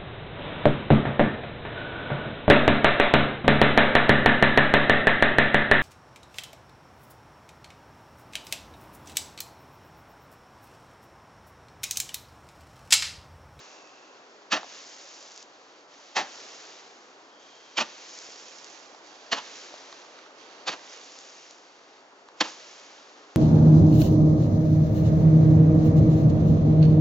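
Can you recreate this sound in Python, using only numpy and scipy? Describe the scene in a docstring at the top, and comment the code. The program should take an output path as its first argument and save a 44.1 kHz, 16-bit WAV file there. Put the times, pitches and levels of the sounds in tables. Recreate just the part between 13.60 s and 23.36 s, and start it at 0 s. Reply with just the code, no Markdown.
"""First you hear a soft fizz over a low, far rush of night air; then a bang, the first of six.
A Roman candle is burning a few metres away in an open field. Each bang is a powder charge blowing
a star (a burning pellet) out of the cardboard tube in two rough gusts of gas. The stars fizz and
spit as they climb. Between shots the fuse smoulders, flares and makes the tube ring faintly.
Now and then a bit of debris lands with a dull tick, or a big spark snaps."""
import sys
import numpy as np
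from scipy import signal
from scipy.fft import rfft, irfft
from scipy.io import wavfile
from scipy.ndimage import uniform_filter1d

SR = 44100
rng = np.random.default_rng(int(sys.argv[2]) if len(sys.argv) > 2 else 0)


def inscribe(sig):
    """Save sig as 16-bit PCM at rate SR to the path in sys.argv[1].

    A 1-D sig is mono; a 2-D sig holds one channel per row.
    Samples are clipped to [-1, 1] before scaling.
    """
    pcm = np.round(np.clip(np.atleast_2d(sig).T, -1, 1) * 32767)
    wavfile.write(sys.argv[1], SR, pcm.astype(np.int16))


N = 430416
T = np.arange(N) / SR

# How direct sound differs at the two microphones: pitch_hz, left_lead_radians, left_minus_right_db
MIC_DIFFERENCES = [(100, 0.13, 1.5), (450, 0.28, 1), (950, .65, 1), (1600, 0.77, -0.5), (2800, 0.98, -3),
                   (4500, 0.52, -2.5), (6000, 0.4, -2.2), (7560, 0.4, -0.5)]
# Scattered sound compared with direct sound: pitch_hz, level_db
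SCATTER = [(60, -2.5), (150, -25.5), (300, -22.5), (520, -15), (900, -11), (1600, -4.5), (2600, -0.5),
           (4500, 0.5), (6500, -3)]
# Tone of the night air: pitch_hz, level_db
AIR_TONE = [(25, -49.5), (60, -34.5), (95, -27), (130, -14.5), (190, -12), (280, 0.5), (420, 3), (800, 2),
            (1150, 0), (1600, -5), (2400, -13), (7000, -26)]
# Loudness of the night air: time_s, level_db
AIR_LEVELS = [(0.0, -55), (2.55, -57.5), (2.74, -53.5), (4.02, -57.5), (4.4, -56), (6.06, -54),
              (6.82, -54.5), (7.01, -52.5), (7.83, -58), (9.76, -55.5)]
# The stars, beginning with one already in the air: flame_db, fizz_db, swell_s, burn_s, fade_s
STARS = [(-55.5, -51.5, .25, 0.82, 0.34), (-55, -49.5, 0.39, 0.894, 0.032), (-52, -49, 0.19, 0.51, 0.38),
         (-53.5, -49, 0.4, 0.97, 0.3), (-50.5, -48.5, .24, 0.29, 0.46), (-55.5, -51.5, 0.37, 0.81, 0.16),
         (-53.5, -52, 0.1, 0.3, 0.76)]
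# The fuse flaring in the tube: start_s, length_s, flame_db, fizz_db
FUSE_FLARES = [(0.31, .6, -68.5, -69), (1.86, .38, -64.5, -66), (2.298, 0.37, -59.5, -58.5),
               (3.453, 0.36, -69.5, -71), (3.794, 0.72, -61, -60.5), (5.44, 0.41, -59, -59.5),
               (6.766, 0.29, -58.5, -62), (8.034, 0.38, -65, -68)]
# Spurts of burning powder: middle_s, half_length_s, flame_db, fizz_db
POWDER_SPURTS = [(1.154, 0.065, -52, -51), (4.565, 0.091, -69, -54), (6.326, 0.16, -58.5, -61.5),
                 (6.594, .06, -59, -75), (7.34, 0.039, -52.5, -52.5), (8.874, 0.045, -50, -46)]
# Tone of the flame: pitch_hz, level_db
FLAME_TONE = [(200, -30), (500, 1.5), (900, -4), (1600, 1.5), (2400, 2.5), (3700, 2), (4500, 1.5),
              (5300, -1.5), (6200, 1), (7600, -16.5)]
# Tone of the fizzing metal grains: pitch_hz, level_db
FIZZ_TONE = [(1500, -32.5), (3500, -19.5), (4400, -4), (5000, 3), (5800, 1.5), (7000, 1.5), (7600, -10)]
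# The burning shifts from side to side: time_s, left_minus_right_db
SWAY = [(0, 1.5), (1.4, 1.5), (3.1, 1), (4.5, 1.5), (5.25, -5), (6.2, 1.5), (6.8, -4.5), (7.7, 1.5),
        (9.5, 1)]
# The fuse flame singing in the tube: start_s, end_s, pitch_hz, level_db
FUSE_WHISTLES = [(-.2, 0.655, 2640, -62.5), (3.67, 4.2, 3220, -63)]
# Notes the fuse flame rings in the closed tube: pitch_hz, width_hz, level_db
CLOSED_TUBE_NOTES = [(2710, 180, -4.5), (3220, 160, -3), (4440, 170, 0.5), (4630, 150, 0.5),
                     (5200, 150, -3.5)]
# Tone of a gust of gas: pitch_hz, level_db
GUST_TONE = [(30, -40), (90, -31), (160, -12.5), (220, -4.5), (310, -0.5), (400, -7), (600, 0.5),
             (1250, 1.5), (1500, -3.5), (2700, -3.5), (3700, -4.5), (4700, -6.5), (5150, -7.5), (6800, -11),
             (7600, -20.5)]
# Notes of the air in the tube during a gust: pitch_hz, width_hz, level_db
OPEN_TUBE_NOTES = [(800, 380, -17), (1750, 260, -3.5), (2590, 87, -1.5), (3100, 99, -6.5), (3930, 58, -9.5),
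                   (4480, 320, -13), (5790, 220, -7.5)]
# The charges that launch the stars: time_s, level_db, rise_ms, fall_ms, bass_db, tilt_db_per_octave,
# low_ring_hz, high_ring_hz, second_delay_ms, second_level_db, second_rise_ms
SHOTS = [(0.9239, -15, 4.4, 21.2, -2, .5, 1730, 2630, 50, -24.5, 6.6),
         (2.566, -17.5, 4.4, 26.6, 1, 1.4, 820, 1820, 47, -28.5, 10.5),
         (4.1808, -16, 4.8, 10.6, -3, 1, 2380, 3040, 31.5, -16, 11.8),
         (5.7224, -17, 2.7, 14.3, 0.5, 1.04, 2890, 4200, 59, -27, 14),
         (7.080, -19, 5.1, 14.2, 1.5, 0.8, 3630, 4500, 52, -29, 13),
         (8.8091, -9.5, 1.8, 7.1, 0, 1, 3400, 4300, 39, -30.5, 20.6)]
# Debris landing: start_s, level_db, pitch_hz, contact_vs_body_db
DEBRIS_TICKS = [(1.031, -29.5, 830, -8), (1.044, -31.5, 720, -6.5), (4.688, -35, 516, -20),
                (5.347, -34.5, 800, -9), (6.14, -29, 630, -17), (6.3266, -35, 1150, 2),
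                (6.589, -38, 1410, -8), (6.663, -38.5, 1240, -14), (8.687, -37.5, 1050, -5)]
# Big sparks bursting: start_s, peak_db
SPARK_SNAPS = [(1.627, -29), (1.719, -30), (1.762, -30), (1.777, -24.5), (1.8265, -31), (1.8285, -32),
               (4.589, -24), (4.625, -30), (5.045, -25), (5.102, -31), (7.589, -27), (7.910, -30)]


def gain(db):
    """Turn decibels into a number to multiply by."""
    return 10 ** (np.asarray(db) / 20)


def pitches(n):
    """The frequencies, in Hz, that make up a sound n samples long."""
    return np.maximum(np.fft.rfftfreq(n, 1 / SR), 1)


def by_pitch(table, f, column=1):
    """Read a table's column at the frequencies f, blending between rows."""
    rows = np.array(table)
    return np.interp(np.log(f), np.log(rows[:, 0]), rows[:, column])


def by_time(table):
    """Read a table at every sample, blending between rows."""
    rows = np.array(table)
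    return np.interp(T, rows[:, 0], rows[:, 1])


def resonance(f, hz, width_hz):
    """A filter that passes one pitch fully and weakens those around it."""
    return 1 / (1 + 1j * (f * f - hz * hz) / (f * width_hz))


def shaped(x, response):
    """Filter a sound, then set its average strength (rms) to 1."""
    y = irfft(rfft(x) * response, len(x))
    return y / np.std(y)


def wobble(per_s, n=N):
    """A line that glides between random values, typically about 1 in size."""
    step = max(int(SR / per_s), 1)
    levels = uniform_filter1d(np.repeat(rng.standard_normal(n // step + 1), step), step)[:n]
    return levels / np.std(levels)


def crackle(per_s, unevenness_db):
    """A stream of tiny pops of very unequal size."""
    sizes = gain(unevenness_db * np.minimum(rng.exponential(size=N), 6))
    pops = rng.standard_normal(N) * sizes * (rng.random(N) < per_s / SR)
    return pops / np.std(pops)


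def left_and_right(x):
    """Direct sound reaches the two microphones at slightly different times and strengths."""
    f = pitches(N)
    lead, louder_db = by_pitch(MIC_DIFFERENCES, f), by_pitch(MIC_DIFFERENCES, f, column=2)
    left = np.exp(0.5j * lead) * gain(louder_db / 2)
    return irfft(rfft(x) * np.array([left, 1 / left]), N)


def wide_noise(mid, side, tone, band_hz, side_db):
    """Make stereo from a direct noise (mid) and a scattered one (side); band_hz sets the level."""
    f = pitches(N)
    colour = gain(by_pitch(tone, f))
    colour /= np.sqrt(np.mean(colour ** 2 * (f > band_hz[0]) * (f < band_hz[1])))
    direct = irfft(rfft(mid) * colour, N)
    scattered = irfft(rfft(side) * colour * gain(by_pitch(SCATTER, f) + side_db), N)
    return left_and_right(direct) + np.array([scattered, -scattered])


def night_air(trim_db=-0.28, flutter_db=0.02):
    """A low, far rush of air that slowly rises and falls."""
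    rush = wide_noise(rng.standard_normal(N), rng.standard_normal(N), AIR_TONE, (200, 900), side_db=2.8)
    return rush * gain(by_time(AIR_LEVELS) + trim_db + flutter_db * wobble(22))


def star_power(first_launch_s=-0.72, ignite_s=0.03):
    """Power of flame and fizz: each star lights, swells, fades as it climbs away and burns out."""
    flame_swell_db, fizz_swell_db = 1, 7
    flame_fall_db_per_s, fizz_fall_db_per_s = 5, 8.5
    power = np.zeros((2, N))
    launches = [first_launch_s] + [shot[0] for shot in SHOTS]
    for launch, (flame_db, fizz_db, swell_s, burn_s, fade_s) in zip(launches, STARS):
        age = np.maximum(T - launch, 0)
        alight = np.minimum(age / ignite_s, 1) * np.exp(-np.maximum(age - burn_s, 0) / fade_s)
        unlit = np.maximum(1 - age / swell_s, 0)
        climb_s = np.maximum(age - swell_s, 0)
        flame = flame_db - flame_swell_db * unlit - flame_fall_db_per_s * climb_s
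        fizz = fizz_db - fizz_swell_db * unlit - fizz_fall_db_per_s * climb_s
        power += (alight * gain([flame, fizz])) ** 2
    return power


def fuse_power(smoulder_flame_db=-69, smoulder_fizz_db=-68.5, edge_s=0.067):
    """Power of flame and fizz: the fuse smoulders and flares on its way to the next charge."""
    power = gain([[smoulder_flame_db], [smoulder_fizz_db]]) ** 2
    for start, length, flame_db, fizz_db in FUSE_FLARES:
        inside_s = np.minimum(T - start, start + length - T)
        flare = np.clip(inside_s / edge_s + 0.5, 0, 1)
        power = power + (gain([[flame_db], [fizz_db]]) * flare) ** 2
    return power


def burning(flame_trim_db=-0.7, fizz_trim_db=-0.63, flame_share=0.38):
    """Flames hiss and sputter, and burning metal grains add a bright fizz."""
    flame, treble = np.sqrt(star_power() + spurt_power() + fuse_power())
    sputter = gain(0.16 * wobble(25) + 0.49 * wobble(160))
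    hiss = wide_noise(crackle(16000, 1.6), crackle(16000, 1.5), FLAME_TONE, (2000, 4000), side_db=-6.5)
    sparks = wide_noise(crackle(9000, 2.0), crackle(9000, 2.2), FIZZ_TONE, (4800, 7400), side_db=-20.5)
    # the sparks carry whatever treble the flame does not
    fizz = np.sqrt(np.maximum(treble ** 2 - flame_share * flame ** 2, treble ** 2 / 10))
    sway = gain(np.array([by_time(SWAY), -by_time(SWAY)]) / 2)
    return sway * sputter * (gain(flame_trim_db) * flame * hiss + gain(fizz_trim_db) * fizz * sparks)


def star_spits(per_s=110, unevenness_db=2.0, vs_fizz_db=-14, hz=5400, width_hz=4500):
    """Small sparks crackle at random as long as a star burns."""
    clicks = shaped(crackle(per_s, unevenness_db), resonance(pitches(N), hz, width_hz) ** 2)
    return gain(vs_fizz_db) * np.sqrt(star_power()[1]) * clicks


def fuse_whistles(width_hz=280):
    """A breathy note swells and fades as the fuse burns down the tube."""
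    out = np.zeros(N)
    for start, end, hz, db in FUSE_WHISTLES:
        progress = np.clip((T - start) / (end - start), 0, 1)
        swell = np.sqrt(np.abs(np.sin(np.pi * progress)))
        note = shaped(rng.standard_normal(N), resonance(pitches(N), hz, width_hz) ** 2)
        out += gain(db) * swell * note
    return out


def tube_ring(vs_flame_db=-7):
    """The fuse flame gives the tube a faint hollow ring."""
    f = pitches(N)
    notes = sum(gain(db) * resonance(f, hz, width) ** 2 for hz, width, db in CLOSED_TUBE_NOTES)
    return gain(vs_flame_db) * np.sqrt(fuse_power()[0]) * shaped(rng.standard_normal(N), notes)


def gust(rise_ms, fall_ms, tilt_db, low_hz, high_hz, bass_db):
    """A rough jet of gas rushes out of the tube, 0.1 s into the returned sound."""
    ring_gain, ring_width_hz, rough_db, bass_edge_hz = 1.18, 200, 1.5, 330
    lag_ms, linger = 1.0, 0.075  # each octave down comes later and lasts longer
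    ms = np.arange(-SR // 10, SR // 3) * 1000 / SR
    n = len(ms)
    f = pitches(n)
    tube = 1 + sum(gain(db) * resonance(f, hz, width) for hz, width, db in OPEN_TUBE_NOTES)
    # the star in the tube adds two ringing notes
    tube += ring_gain * (resonance(f, low_hz, ring_width_hz) + resonance(f, high_hz, ring_width_hz))
    colour = gain(by_pitch(GUST_TONE, f) + tilt_db * np.log2(np.maximum(f, 1000) / 2000))
    # the more sudden the gust, the more bass it pushes out
    thump_db = bass_db + 4 * np.log2(3.3 / rise_ms)
    colour *= gain(thump_db / (1 + (f / bass_edge_hz) ** 4))
    rough_noise = rng.standard_normal(n) * gain(rough_db * wobble(1200, n))
    jet = rfft(shaped(rough_noise, tube * colour))
    octaves, out = np.arange(-4, 3), 0  # counted from 2000 Hz
    for octave in octaves:
        band = irfft(jet * np.interp(np.log2(f / 2000), octaves, 1.0 * (octaves == octave)), n)
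        age_ms = ms + lag_ms * octave
        band_fall_ms = fall_ms * 2 ** (-linger * octave)
        out += band * np.exp(-np.logaddexp(-age_ms / rise_ms, age_ms / band_fall_ms))
    return out


def shots():
    """Each charge cracks; a duller gust follows as the star clears the tube."""
    out = np.zeros(N)
    for (s, db, rise_ms, fall_ms, bass_db, tilt_db, low_hz, high_hz,
         delay_ms, second_db, second_rise_ms) in SHOTS:
        start = s - 0.1
        add(out, start, gain(db) * gust(rise_ms, fall_ms, tilt_db, low_hz, high_hz, bass_db))
        # the emptied tube always rings at the same two pitches
        second = gust(second_rise_ms, fall_ms=0.85 * second_rise_ms,
                      tilt_db=0.7, low_hz=870, high_hz=2830, bass_db=5.5)
        add(out, start + delay_ms / 1000, gain(second_db) * second)
    return out


def add(out, start_s, x):
    """Mix a short sound into a longer one."""
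    i = int(start_s * SR)
    out[i:i + len(x)] += x[:N - i]


def field_echo(x, fade_60_db_s=0.42, build_s=0.0067, echo_db=-25, dull_hz=2200):
    """Ground and hedges scatter a thin, dull echo."""
    t = T[:SR]
    muffle = 1 / (1 + 1j * pitches(SR) / dull_hz)
    tail = np.array([shaped(rng.standard_normal(SR), muffle) for _ in range(2)])
    tail = tail * gain(-60 * t / fade_60_db_s) * (1 - np.exp(-t / build_s))
    mid, side = signal.fftconvolve(x[None], tail / np.linalg.norm(tail[0]), axes=1)[:, :N]
    return gain(echo_db) * np.array([mid + side / 2, mid - side / 2])


def debris_ticks(contact_hz=4300, contact_width_hz=2300, contact_ms=0.98):
    """Bits of debris land: a bright click on contact, and two notes that die at once."""
    overtone_ratio, body_width_hz, decay_ms = 1.62, 1900, 1.9
    out, n = np.zeros(N), SR // 10
    t, ms, f = T[:n], 1000 * T[:n], pitches(n)
    for s, db, hz, contact_db in DEBRIS_TICKS:
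        notes = np.sin(2 * np.pi * hz * t) - np.sin(2 * np.pi * hz * overtone_ratio * t) / 2
        body = notes * np.exp(-ms / decay_ms)
        # so small a thing gives off no bass
        body = irfft(rfft(body) * resonance(f, hz, body_width_hz) ** 2, n)
        contact = shaped(rng.standard_normal(n), resonance(f, contact_hz, contact_width_hz) ** 2)
        contact *= np.exp(-ms / contact_ms)
        add(out, s, gain(db) * (body + gain(contact_db) * contact))
    return out


def spurt_power():
    """Power of flame and fizz: loose powder catches and dies in short, rounded spurts."""
    power = np.zeros((2, N))
    for middle_s, half_s, flame_db, fizz_db in POWDER_SPURTS:
        hump = np.exp(-np.minimum(((T - middle_s) / half_s) ** 2, 20))
        power += gain([[flame_db], [fizz_db]]) ** 2 * hump
    return power


def spark_snaps(hz=5600, width_hz=4200):
    """Single big sparks burst with one sharp, bright click."""
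    out = np.zeros(N)
    click = irfft(resonance(pitches(SR // 10), hz, width_hz) ** 2)
    for s, db in SPARK_SNAPS:
        add(out, s, gain(db) * click / np.abs(click).max())
    return out


def scene():
    """The candle in its field, in stereo."""
    bangs = shots()
    direct = left_and_right(bangs + fuse_whistles() + tube_ring() + debris_ticks())
    return direct + spark_snaps() + star_spits() + field_echo(bangs) + burning() + night_air()


def record(dry, top_hz=8350):
    """Cut away the treble above about 8 kHz."""
    return signal.sosfilt(signal.cheby2(16, 62, top_hz, fs=SR, output="sos"), dry)


dry = scene()
out = record(dry)
inscribe(out)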